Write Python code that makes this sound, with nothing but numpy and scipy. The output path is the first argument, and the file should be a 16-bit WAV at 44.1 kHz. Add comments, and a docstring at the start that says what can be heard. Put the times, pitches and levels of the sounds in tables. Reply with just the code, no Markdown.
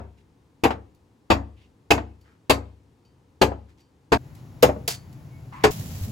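"""Impact and fracture: chopping ribs in a kitchen

A heavy cleaver chops pork ribs on a wooden worktop in a small kitchen. Each blow excites bone (grainy
noise, a rib resonance), blade, board and table (decaying modes), all scaled by its force; loose pieces
drop back, the blade touches and rings, and rubbing is grainy noise. The listening place jumps twice: from
a quiet spot by the board to one across the room where a stove rumbles (both shaped noise), then to a
pot: wavering flame noise under a fizz of random pops."""
import sys
import numpy as np
from scipy import signal
from scipy.fft import rfft, irfft, next_fast_len
from scipy.io import wavfile

SR = 44100
rng = np.random.default_rng(int(sys.argv[2]) if len(sys.argv) > 2 else 0)


def generate_wav(signal):
    """Clip the signal to [-1, 1] and save it as 16-bit WAV at the path in sys.argv[1]."""
    frames = np.transpose(np.atleast_2d(signal))
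    scaled = np.clip(frames, -1, 1) * 32767
    pcm = np.round(scaled).astype(np.int16)
    wavfile.write(sys.argv[1], SR, pcm)


N = 269583

# Jumps of the listening place: t/s
JUMP_TIMES = [4.173, 5.706]
# Blows; bone, rib and thock levels are relative to the force: t/s, force level/dB, bone level/dB,
# bone brightness/(dB/octave), rib f/Hz, rib level/dB, thock f/Hz, thock level/dB
BLOWS = [(-.085, -18, -7.5, -4.5, 2500, -12, 228, 3.5), (0.6354, -17.5, -8.5, 2, 2544, -9, 326, 4.5),
         (1.3016, -13, -8.5, -2.5, 2512, -17, 325.5, 4.5), (1.9049, -13, -6, 1.4, 2620, -3, 354, -6.5),
         (2.4961, -14, -3.5, 0.5, 2626, -8, 355.5, -0.5), (3.4140, -13, -7.5, 1, 4400, -16.5, 379, 1.5),
         (4.1190, -13, -10, -1.5, 1563, -8.5, 457.6, -1), (4.6247, -11, -8, 4.5, 2780, -15.5, 490, 10),
         (5.636, -12.5, -7, 0, 1740, -9.5, 429, 8)]
# Blade and bone pieces dropping back on the board: t/s, level/dB, brightness/(dB/octave), clack f/Hz
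DROPS = [(.652, -15.5, -1, 789), (0.7055, -25.5, 0.4, 885), (1.978, -27, -0.5, 667),
         (2.578, -39.5, -3.5, 882), (3.517, -32, -5.5, 677), (4.690, -23, -4, 611), (4.762, -38, -5.5, 613),
         (4.879, -33, -1.5, 459)]
# Touches of the blade: t/s, tick level/dB, steel ring level/dB, f/Hz of the modes favoured at that spot,
# fall of the other modes/(dB/octave)
BLADE_TOUCHES = [(0.9465, -70, -90, 4980, 6), (2.211, -69, -69, 5180, 12.5), (3.05, -77.5, -64.5, 3600, 7),
                 (3.804, -75, -63.5, 5900, 5.5), (4.349, -58.5, -79, 4970, 3.5),
                 (4.877, -24, -29, 4300, 36), (5.126, -60, -71, 4430, 8)]
# Meat and steel sliding over wood: t/s, length/s, rise/s, level/dB, centre f/Hz, width/octave
STROKES = [(.17, 0.056, .01, -67.5, 2420, 0.81), (1.557, 0.13, .06, -64.5, 2615, .5),
           (2.235, 0.16, .02, -63.5, 1394, 0.63), (3.679, .06, .015, -65.5, 1660, 0.98),
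           (3.77, 0.056, .03, -67, 2774, 1), (4.355, 0.085, .01, -63, 2290, 1.8),
           (4.879, 0.086, .002, -28.5, 4000, 1.9), (5.522, 0.2, .002, -42, 1007, 0.22),
           (5.525, 0.34, .002, -50, 1880, 0.44)]
# A faint squeak while the meat is shifted: t/s, length/s, f/Hz, level/dB
SQUEAK_TONE = (5.305, .1, 2205, -60)
# A dull bump beside the pot: t/s, level/dB, f/Hz, t60/s
POT_BUMP = (6.014, -21.5, 96, .3)
# The chopping as heard by the board, then across the room: lag of the thud behind the crack/s,
# knock brightness/(dB/octave), board mode level/dB, level of board and thock echo/dB, low cut f/Hz,
# left-right level/dB
LISTENING_SPOTS = [(.0007, -0.1, -2.5, -6, 18, 2.5), (.004, -1.2, -6.5, -2.5, 70, 1.5)]

# Modes of the wooden board: f/Hz, level/dB, t60/s
BOARD_MODES = [(160.8, -12.5, 0.18), (226.1, -11, .38), (278.1, -3.5, 0.26), (334, -3, 0.037),
               (438.3, -6, .2), (526.5, -10.5, 0.052), (623, -7.5, 0.22), (723, -10.5, 0.29),
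               (799, -8.5, .12), (897, -11, 0.097), (927, -10.5, 0.2), (1063, -12, 0.21), (1178, -9, 0.14),
               (1327, -15, 0.055), (1600, -17, .12)]
# Low modes of the table: f/Hz, level/dB, t60/s
TABLE_MODES = [(52, -15, 0.083), (70.7, -0.5, .58), (99.1, -3, 0.55), (129.6, 3, 0.15)]
# Modes of the steel blade: f/Hz, level/dB, t60/s
STEEL_MODES = [(2200, -10, .12), (2530, -4, .13), (2870, -6, .14), (3088, -9, .42), (3800, -12, .1),
               (4503, -1, .27), (4845, -3, .26), (5675, -7, .2), (6094, -13, .12), (6923, -11, .18),
               (7680, -11, .14), (11400, -7, .12)]

# Spectrum of splintering bone: f/Hz, relative level/dB
BONE_SPECTRUM = [(100, -24), (600, -8), (1300, -1), (1900, -3), (2600, 2), (3300, -3), (4600, -2.5),
                 (5600, -8.5), (7900, -9.5), (9200, -23), (11300, -6.5), (13300, -18.5), (15200, -13.5),
                 (17000, -28)]
# Spectrum of the wooden clatter: f/Hz, relative level/dB
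WOOD_SPECTRUM = [(30, -15), (70, -8.5), (130, -5), (180, -6.5), (260, -3), (380, 1.5), (580, 1.5),
                 (850, 1.5), (1200, -6), (1700, -11), (2700, -13.5), (4000, -24.5), (8000, -43.5),
                 (16000, -46)]
# Spectrum of the quiet spot: f/Hz, relative level/dB
QUIET_SPECTRUM = [(25, -27.5), (45, -12.5), (75, 2), (110, 2), (200, -6.5), (280, -3), (380, -10),
                  (480, -9), (600, -20), (900, -15.5), (1400, -25), (3000, -30), (7000, -35.5),
                  (16000, -47.5)]
# Spectrum of the stove's rumble: f/Hz, relative level/dB
STOVE_SPECTRUM = [(15, -77), (25, -24), (130, 3.5), (200, -12.5), (293, -12.5), (416, -23.5), (840, -25),
                  (1400, -34), (2160, -35.5), (3250, -41), (7310, -43.5), (9070, -58), (11300, -41.5),
                  (13200, -57), (16000, -44)]
# Spectrum of the flame under the pot: f/Hz, relative level/dB
FLAME_SPECTRUM = [(25, -35), (60, -10), (98, -1), (150, -5.5), (220, -12.5), (320, -25.5), (700, -31),
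                  (1400, -59), (4000, -69), (16000, -83)]
# Spectrum of the bursting bubbles: f/Hz, relative level/dB
FIZZ_SPECTRUM = [(100, -13), (800, 4.5), (1500, -1), (3000, 0), (5000, 0), (7500, 1.5), (9200, -11.5),
                 (11500, 4.5), (13300, -11), (15000, 2.5), (17000, -5)]

# Decay of the kitchen's reverberation: f/Hz, t60/s
ROOM_DECAY = [(80, 0.8), (250, 0.2427), (700, 0.27), (1500, 0.2231), (3000, 0.09), (7000, 0.154),
              (14000, 0.11)]
# Strength of the reverberation: f/Hz, level/dB
ROOM_LEVEL = [(60, -8), (250, -4), (700, -10), (2000, -7.5), (6000, -5), (14000, -7)]
# Likeness of diffuse sound in the two channels: f/Hz, likeness/1
DIFFUSE_LIKENESS = [(100, 0.97), (300, 0.9), (600, 0.56), (1200, 0.26), (3000, 0.36), (8000, 0.91),
                    (15000, .85)]
# Phase by which the left channel leads: f/Hz, phase/rad
LEFT_LEAD = [(200, 0), (330, .15), (500, .6), (800, 1.1), (1400, 1.4), (2500, .8), (4600, .6), (6500, .2),
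             (8400, -2), (15000, -2.3)]
# Level difference, as the left channel faces the board: f/Hz, left-right level/dB
LEFT_FACING = [(100, 1.5), (300, -.7), (550, 2), (1100, 2), (2200, -0.5), (5000, 1), (12000, -0.5)]

T = np.arange(SR) / SR  # time within one event, s
HZ = np.fft.rfftfreq(8192, 1 / SR) + 1  # frequency grid of the filters

# A brittle bone cracks faster and brighter: its time halves for each step of brightness
SPLINTER_S, BRITTLE_STEP_DB_PER_OCT = 0.011, 5.5
STEEL_DB = -11.5  # ring of the blade, relative to the bone
UNDERTONE, UNDERTONE_DB = .33, -16.5  # lowest thock mode: pitch ratio, level relative to the thock
OVERTONE, OVERTONE_DB = 2.3, -5.5  # upper thock mode: pitch ratio, level relative to the force
SHOVE_DB, TABLE_DB = -3, -9  # first dip and swing of the table, relative to the force
CLACK_DB = 2  # pitched part of a drop, relative to its clatter
RUB_GRAIN_DB, RUB_GRAINS_PER_S = 2.5, 500
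FLAME_DB, FIZZ_DB = -35, -46
SURGE_DB, SETTLE_S = 10, 0.069  # extra level of the fizz at first, and its time constant
FLUTTER_PER_S, FLAME_FLUTTER_DB, FIZZ_FLUTTER_DB = 25, 2.5, 1.1
QUIET_DB, STOVE_DB = -59.5, -42.5
EDGE_HZ = 16200  # upper band limit


def chops(mix):
    """Impact: the edge splits the rib, then drives into the board, which sets the table swinging."""
    for s, force_db, bone_db, bright, rib_hz, rib_db, thock_hz, thock_db in BLOWS:
        spot = LISTENING_SPOTS[np.searchsorted(JUMP_TIMES, s)]
        lag, knock_bright, board_db, echo_db, cut_hz, pan_db = spot
        length = SPLINTER_S * 2 ** (-bright / BRITTLE_STEP_DB_PER_OCT)

        bone = amp(bone_db) * splinter(length, bright)
        ringing = amp(rib_db) * rib(rib_hz, length) + amp(bone_db + STEEL_DB) * gripped_blade()
        crack = kitchen(bone) + kitchen(ringing, wet_db=-6)
        add(mix, s, amp(force_db) * crack)

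        clatter = knock(knock_bright, hold=0.016, fall=0.012)
        modes = amp(board_db) * board() + thock(thock_hz, thock_db)
        wood = kitchen(clatter) + kitchen(modes[None], echo_db)
        thud = low_cut(wood + table(), cut_hz)
        add(mix, s + lag, amp(force_db) * panned(thud, pan_db))


def splinter(length, brightness, grain_db=4, fall=0.01, shard_db=6, shard_width_hz=55):
    """Brittle fracture: a quick run of small, unequal cracks, whose shards have short pitches of their own."""
    grains = np.repeat(rng.exponential(1, SR), 16)[:SR]  # each crack lasts 16 samples
    sizes = amp(grain_db * np.minimum(grains, 3))
    pitches = np.geomspace(1100, 14000, 18) * rng.uniform(.93, 1.07, 18)
    shards = shard_db * sum(amp(peak(hz, shard_width_hz * np.sqrt(hz / 2000))) for hz in pitches)
    fracture = noise(SR) * sizes * swell(.002, length, fall)
    return burst(colour(fracture, read(BONE_SPECTRUM, HZ) + tilt(brightness) + shards))


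def rib(hz, length, width_hz=170):
    """Resonance: the breaking rib filters a noise burst around its own pitch."""
    return burst(colour(noise(SR) * swell(0.0034, length, 0.0073), peak(hz, width_hz)))


def gripped_blade(grip_s=.012):
    """Damping: meat and wood grip the blade, so its modes die quickly."""
    return ring(STEEL_MODES) * swell(0.0039, 0, grip_s)


def knock(brightness, hold, fall):
    """Multiple impact: board, meat and the things standing on the board clatter as a noise burst."""
    clatter = noise(SR) * swell(0.00071, hold, fall)
    return burst(colour(clatter, read(WOOD_SPECTRUM, HZ) + tilt(brightness)))


def thock(hz, db):
    """Local modes: the patch under the blade rings at a pitch that depends on where the blow lands."""
    modes = [(UNDERTONE * hz, db + UNDERTONE_DB, .14),
             (hz, db, .1),
             (OVERTONE * hz, OVERTONE_DB, .085)]
    return ring(modes) * swell(0.00055, 0, 0.99)


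def board():
    """Modal vibration: the whole board rings in its decaying modes."""
    return ring(BOARD_MODES) * swell(0.0024, 0, 0.48)


def table(push_s=0.0023):
    """Impulse response: the table top is first shoved down, then swings in its low modes."""
    push = (1 - T / push_s) * np.exp(-T / push_s) * swell(0.00081, 0, 0.94)
    swing = ring(TABLE_MODES) * (1 - np.exp(-T / 0.014))
    return amp(SHOVE_DB) * push + amp(TABLE_DB) * swing


def knocks(mix):
    """Secondary impact: the blade or a piece of bone drops back with a clatter and a pitched clack."""
    for s, db, bright, clack_hz in DROPS:
        clack = ring([(clack_hz, CLACK_DB, .12)]) * swell(0.00067, 0, 0.88)
        clatter = kitchen(knock(bright, hold=0.002, fall=0.012))
        add(mix, s, amp(db) * panned(clatter + clack, db=1.0))


def touches(mix):
    """Selective excitation: a touch ticks and rings the free blade, favouring modes near one pitch."""
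    for s, tick_db, ring_db, spot_hz, fall_db in BLADE_TOUCHES:
        ping = ring([(hz, db - fall_db * abs(np.log2(hz / spot_hz)), t60) for hz, db, t60 in STEEL_MODES])
        tick = splinter(.001, 7.6, fall=0.0074)
        add(mix, s, kitchen(amp(tick_db) * tick) + amp(ring_db) * ping)


def slides(mix):
    """Stick-slip friction: meat and blade rub over wood, catching and letting go at random."""
    for s, length, rise, db, hz, octaves in STROKES:
        stroke = np.sqrt(np.clip(1 - T / length, 0, 1)) * swell(rise, 0, length)
        sizes = amp(RUB_GRAIN_DB * np.minimum(rng.exponential(1, SR), 3))
        grains = sizes[(T * RUB_GRAINS_PER_S).astype(int)]
        band = -20 * np.log10(1 + (np.log2(HZ / hz) / octaves) ** 2)
        rub = evened(colour(noise(SR) * grains, band))
        add(mix, s, kitchen(amp(db) * rub * stroke / stroke.max()))


def squeak(mix):
    """Tonal friction: one sine swells and fades as half a sine arch."""
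    s, length, hz, db = SQUEAK_TONE
    arch = np.sin(np.pi * np.minimum(T / length, 1))
    add(mix, s, amp([[db], [db]]) * arch * np.sin(2 * np.pi * hz * T))


def pot():
    """Superposition: the flame rumbles under the fizzing pot, and one bump sounds beside it."""
    sound = flame() + fizz()
    s, db, hz, t60 = POT_BUMP
    add(sound, s, ring([(hz, db, t60)])[None])
    return sound


def flame():
    """Combustion noise: a low rumble whose level wavers at random."""
    return amp(FLAME_DB) * drone(FLAME_SPECTRUM) * waver(FLAME_FLUTTER_DB)


def fizz(pops_per_s=2500, pop_db=4.0, hiss=0.97):
    """Random impulses: countless tiny bubbles burst over the surface, with a surge that settles."""
    sizes = amp(pop_db * np.minimum(rng.exponential(1, (2, N)), 4)) * rng.choice([-1, 1], (2, N))
    pops = (rng.random((2, N)) < pops_per_s / SR) * sizes
    bubbles = evened(pops) + hiss * rng.standard_normal((2, N))
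    shaped = evened(colour(bubbles, read(FIZZ_SPECTRUM, HZ)))
    since = np.maximum(np.arange(N) / SR - JUMP_TIMES[1], 0)
    level_db = FIZZ_DB + SURGE_DB * np.exp(-since / SETTLE_S)
    return amp(level_db) * shaped * waver(FIZZ_FLUTTER_DB)


def stove():
    """Stationary noise: the stove rumbles, a little louder on the left."""
    return amp(STOVE_DB) * panned(drone(STOVE_SPECTRUM), db=2.4)


def quiet_spot():
    """Stationary noise: a faint, mostly low background by the board."""
    return amp(QUIET_DB) * panned(drone(QUIET_SPECTRUM), db=2.0)


def drone(spectrum):
    """Filtered noise: a steady sound with the given spectrum and rms 1."""
    return evened(colour(noise(next_fast_len(N))[:, :N], read(spectrum, HZ)))


def waver(db):
    """Slow modulation: a gain that wanders at random by about db."""
    t = np.arange(N) / SR * FLUTTER_PER_S
    knots = rng.standard_normal(SR)
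    return amp(db * np.interp(t, np.arange(SR), knots))


def kitchen(x, wet_db=0, build_up=0.0072, late_db=-27, late_t60=.55, late_top_hz=4500):
    """Reverberation: echoes decay at a rate set by frequency, and a faint, dull late tail lingers."""
    hz, t, z = signal.stft(noise(SR), SR, nperseg=256)
    t60 = read(ROOM_DECAY, hz)[:, None]
    late = amp(late_db - 60 * t / late_t60) / (1 + (hz[:, None] / late_top_hz) ** 2)
    decay = amp(-60 * t / t60) + late
    level = amp(read(ROOM_LEVEL, hz)[:, None] + wet_db)
    z = z * level * decay * np.sqrt(np.log(1e6) / t60 / SR)  # the root evens out the energy of the decays
    tail = signal.istft(z, SR, nperseg=256)[1][:, :SR] * (1 - np.exp(-(T / build_up) ** 2))
    return x + signal.fftconvolve(x, tail, axes=1)[:, :SR]


def off_axis(x):
    """Directional hearing: sound from one side reaches the channels with different phase and level."""
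    size = next_fast_len(N + SR)
    hz = np.fft.rfftfreq(size, 1 / SR)
    left = np.exp(.5j * read(LEFT_LEAD, hz)) * amp(read(LEFT_FACING, hz) / 2)
    return irfft(rfft(x, size) * np.array([left, 1 / left]), size)[:, :N]


def ports(x):
    """Diffuse-field coherence: two unrelated signals become partly alike, by frequency."""
    alike = np.clip(read(DIFFUSE_LIKENESS, np.fft.rfftfreq(x.shape[1], 1 / SR)), 0, 1)
    a, b = rfft(x)
    return irfft(np.array([a, alike * a + np.sqrt(1 - alike ** 2) * b]), x.shape[1])


def noise(size):
    """Diffuse noise: white in both channels and partly alike."""
    return ports(rng.standard_normal((2, size)))


def panned(x, db):
    """Level difference: makes the left channel louder than the right by db."""
    return x * amp([[db / 2], [-db / 2]])


def ring(modes):
    """Modal synthesis: a struck object sounds as a sum of decaying sines."""
    return sum(amp(db - 60 * T / max(t60, .005)) * np.sin(2 * np.pi * hz * T) for hz, db, t60 in modes)


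def swell(rise, hold, fall):
    """Exponential envelope: rises from the onset and dies away after the hold (all in s)."""
    return (1 - np.exp(-T / rise)) * np.exp(-np.maximum(T - hold, 0) / fall)


def peak(hz, width_hz):
    """Resonance curve: one peak, in dB over HZ."""
    return -20 * np.log10(1 + ((HZ - hz) / width_hz) ** 2)


def tilt(db_per_octave):
    """Spectral slope: zero at 1 kHz, level below 250 Hz."""
    return db_per_octave * np.log2(np.maximum(HZ, 250) / 1000)


def colour(x, db):
    """Minimum-phase filter: a causal response with the gain db over HZ, its peak set to 0 dB."""
    log_gain = np.log(amp(np.maximum(db - db.max(), -100)))
    circle = np.concatenate([log_gain, log_gain[-2:0:-1]])
    # the Hilbert transform of the log gain gives the phase
    taps = np.fft.ifft(np.exp(np.conj(signal.hilbert(circle)))).real[:len(HZ)]
    return signal.oaconvolve(x, taps[None], axes=1)[:, :x.shape[1]]


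def low_cut(x, hz):
    """High-pass filter: takes away the deepest bass."""
    return signal.sosfilt(signal.butter(2, hz, "high", fs=SR, output="sos"), x)


def amp(db):
    """Level: decibels to gain."""
    return 10 ** (np.asarray(db) / 20)


def read(points, hz):
    """Interpolation: a table's value on a log-frequency axis."""
    f, value = np.transpose(points)
    return np.interp(np.log(hz + 1), np.log(f + 1), value)


def evened(x):
    """Power normalisation: scales to rms 1."""
    return x / np.sqrt(np.mean(x ** 2) + 1e-20)


def burst(x):
    """Energy normalisation: a short sound gets the energy of a fiftieth of a second at rms 1."""
    return evened(x) * np.sqrt(SR / 50 / x.shape[-1])


def stretch(index):
    """Gating: one of the three stretches between the jumps, with 3 ms crossfades."""
    edges, t = [-1, *JUMP_TIMES, N], np.arange(N) / SR
    fade_in = np.clip((t - edges[index]) / .003, 0, 1)
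    fade_out = np.clip((edges[index + 1] - t) / .003 + 1, 0, 1)
    return fade_in * fade_out


def add(mix, s, sound):
    """Superposition: lays a sound in at s; it ends with its stretch."""
    start = round(s * SR)
    sound = sound[:, max(-start, 0):]  # an event before time zero is heard from its middle
    first = max(start, 0)
    part = mix[:, first:][:, :sound.shape[1]]
    gate = stretch(np.searchsorted(JUMP_TIMES, s))[first:][:part.shape[1]]
    part += sound[:, :part.shape[1]] * gate


def scene():
    """Superposition: the work at the board over the background of each stretch."""
    work = np.zeros((2, N))
    for source in (chops, knocks, touches, slides, squeak):
        source(work)
    return off_axis(work) + pot() * stretch(2) + stove() * stretch(1) + quiet_spot() * stretch(0)


def record(dry):
    """Saturation and band limit: the loudest peaks are rounded off, then the top treble is cut."""
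    rounded = dry / (1 + (dry / .97) ** 6) ** (1 / 6)
    low_pass = signal.firwin(255, EDGE_HZ, window=("kaiser", 9), fs=SR)
    return signal.oaconvolve(rounded, low_pass[None], "same")


dry = scene()
out = record(dry)
generate_wav(out)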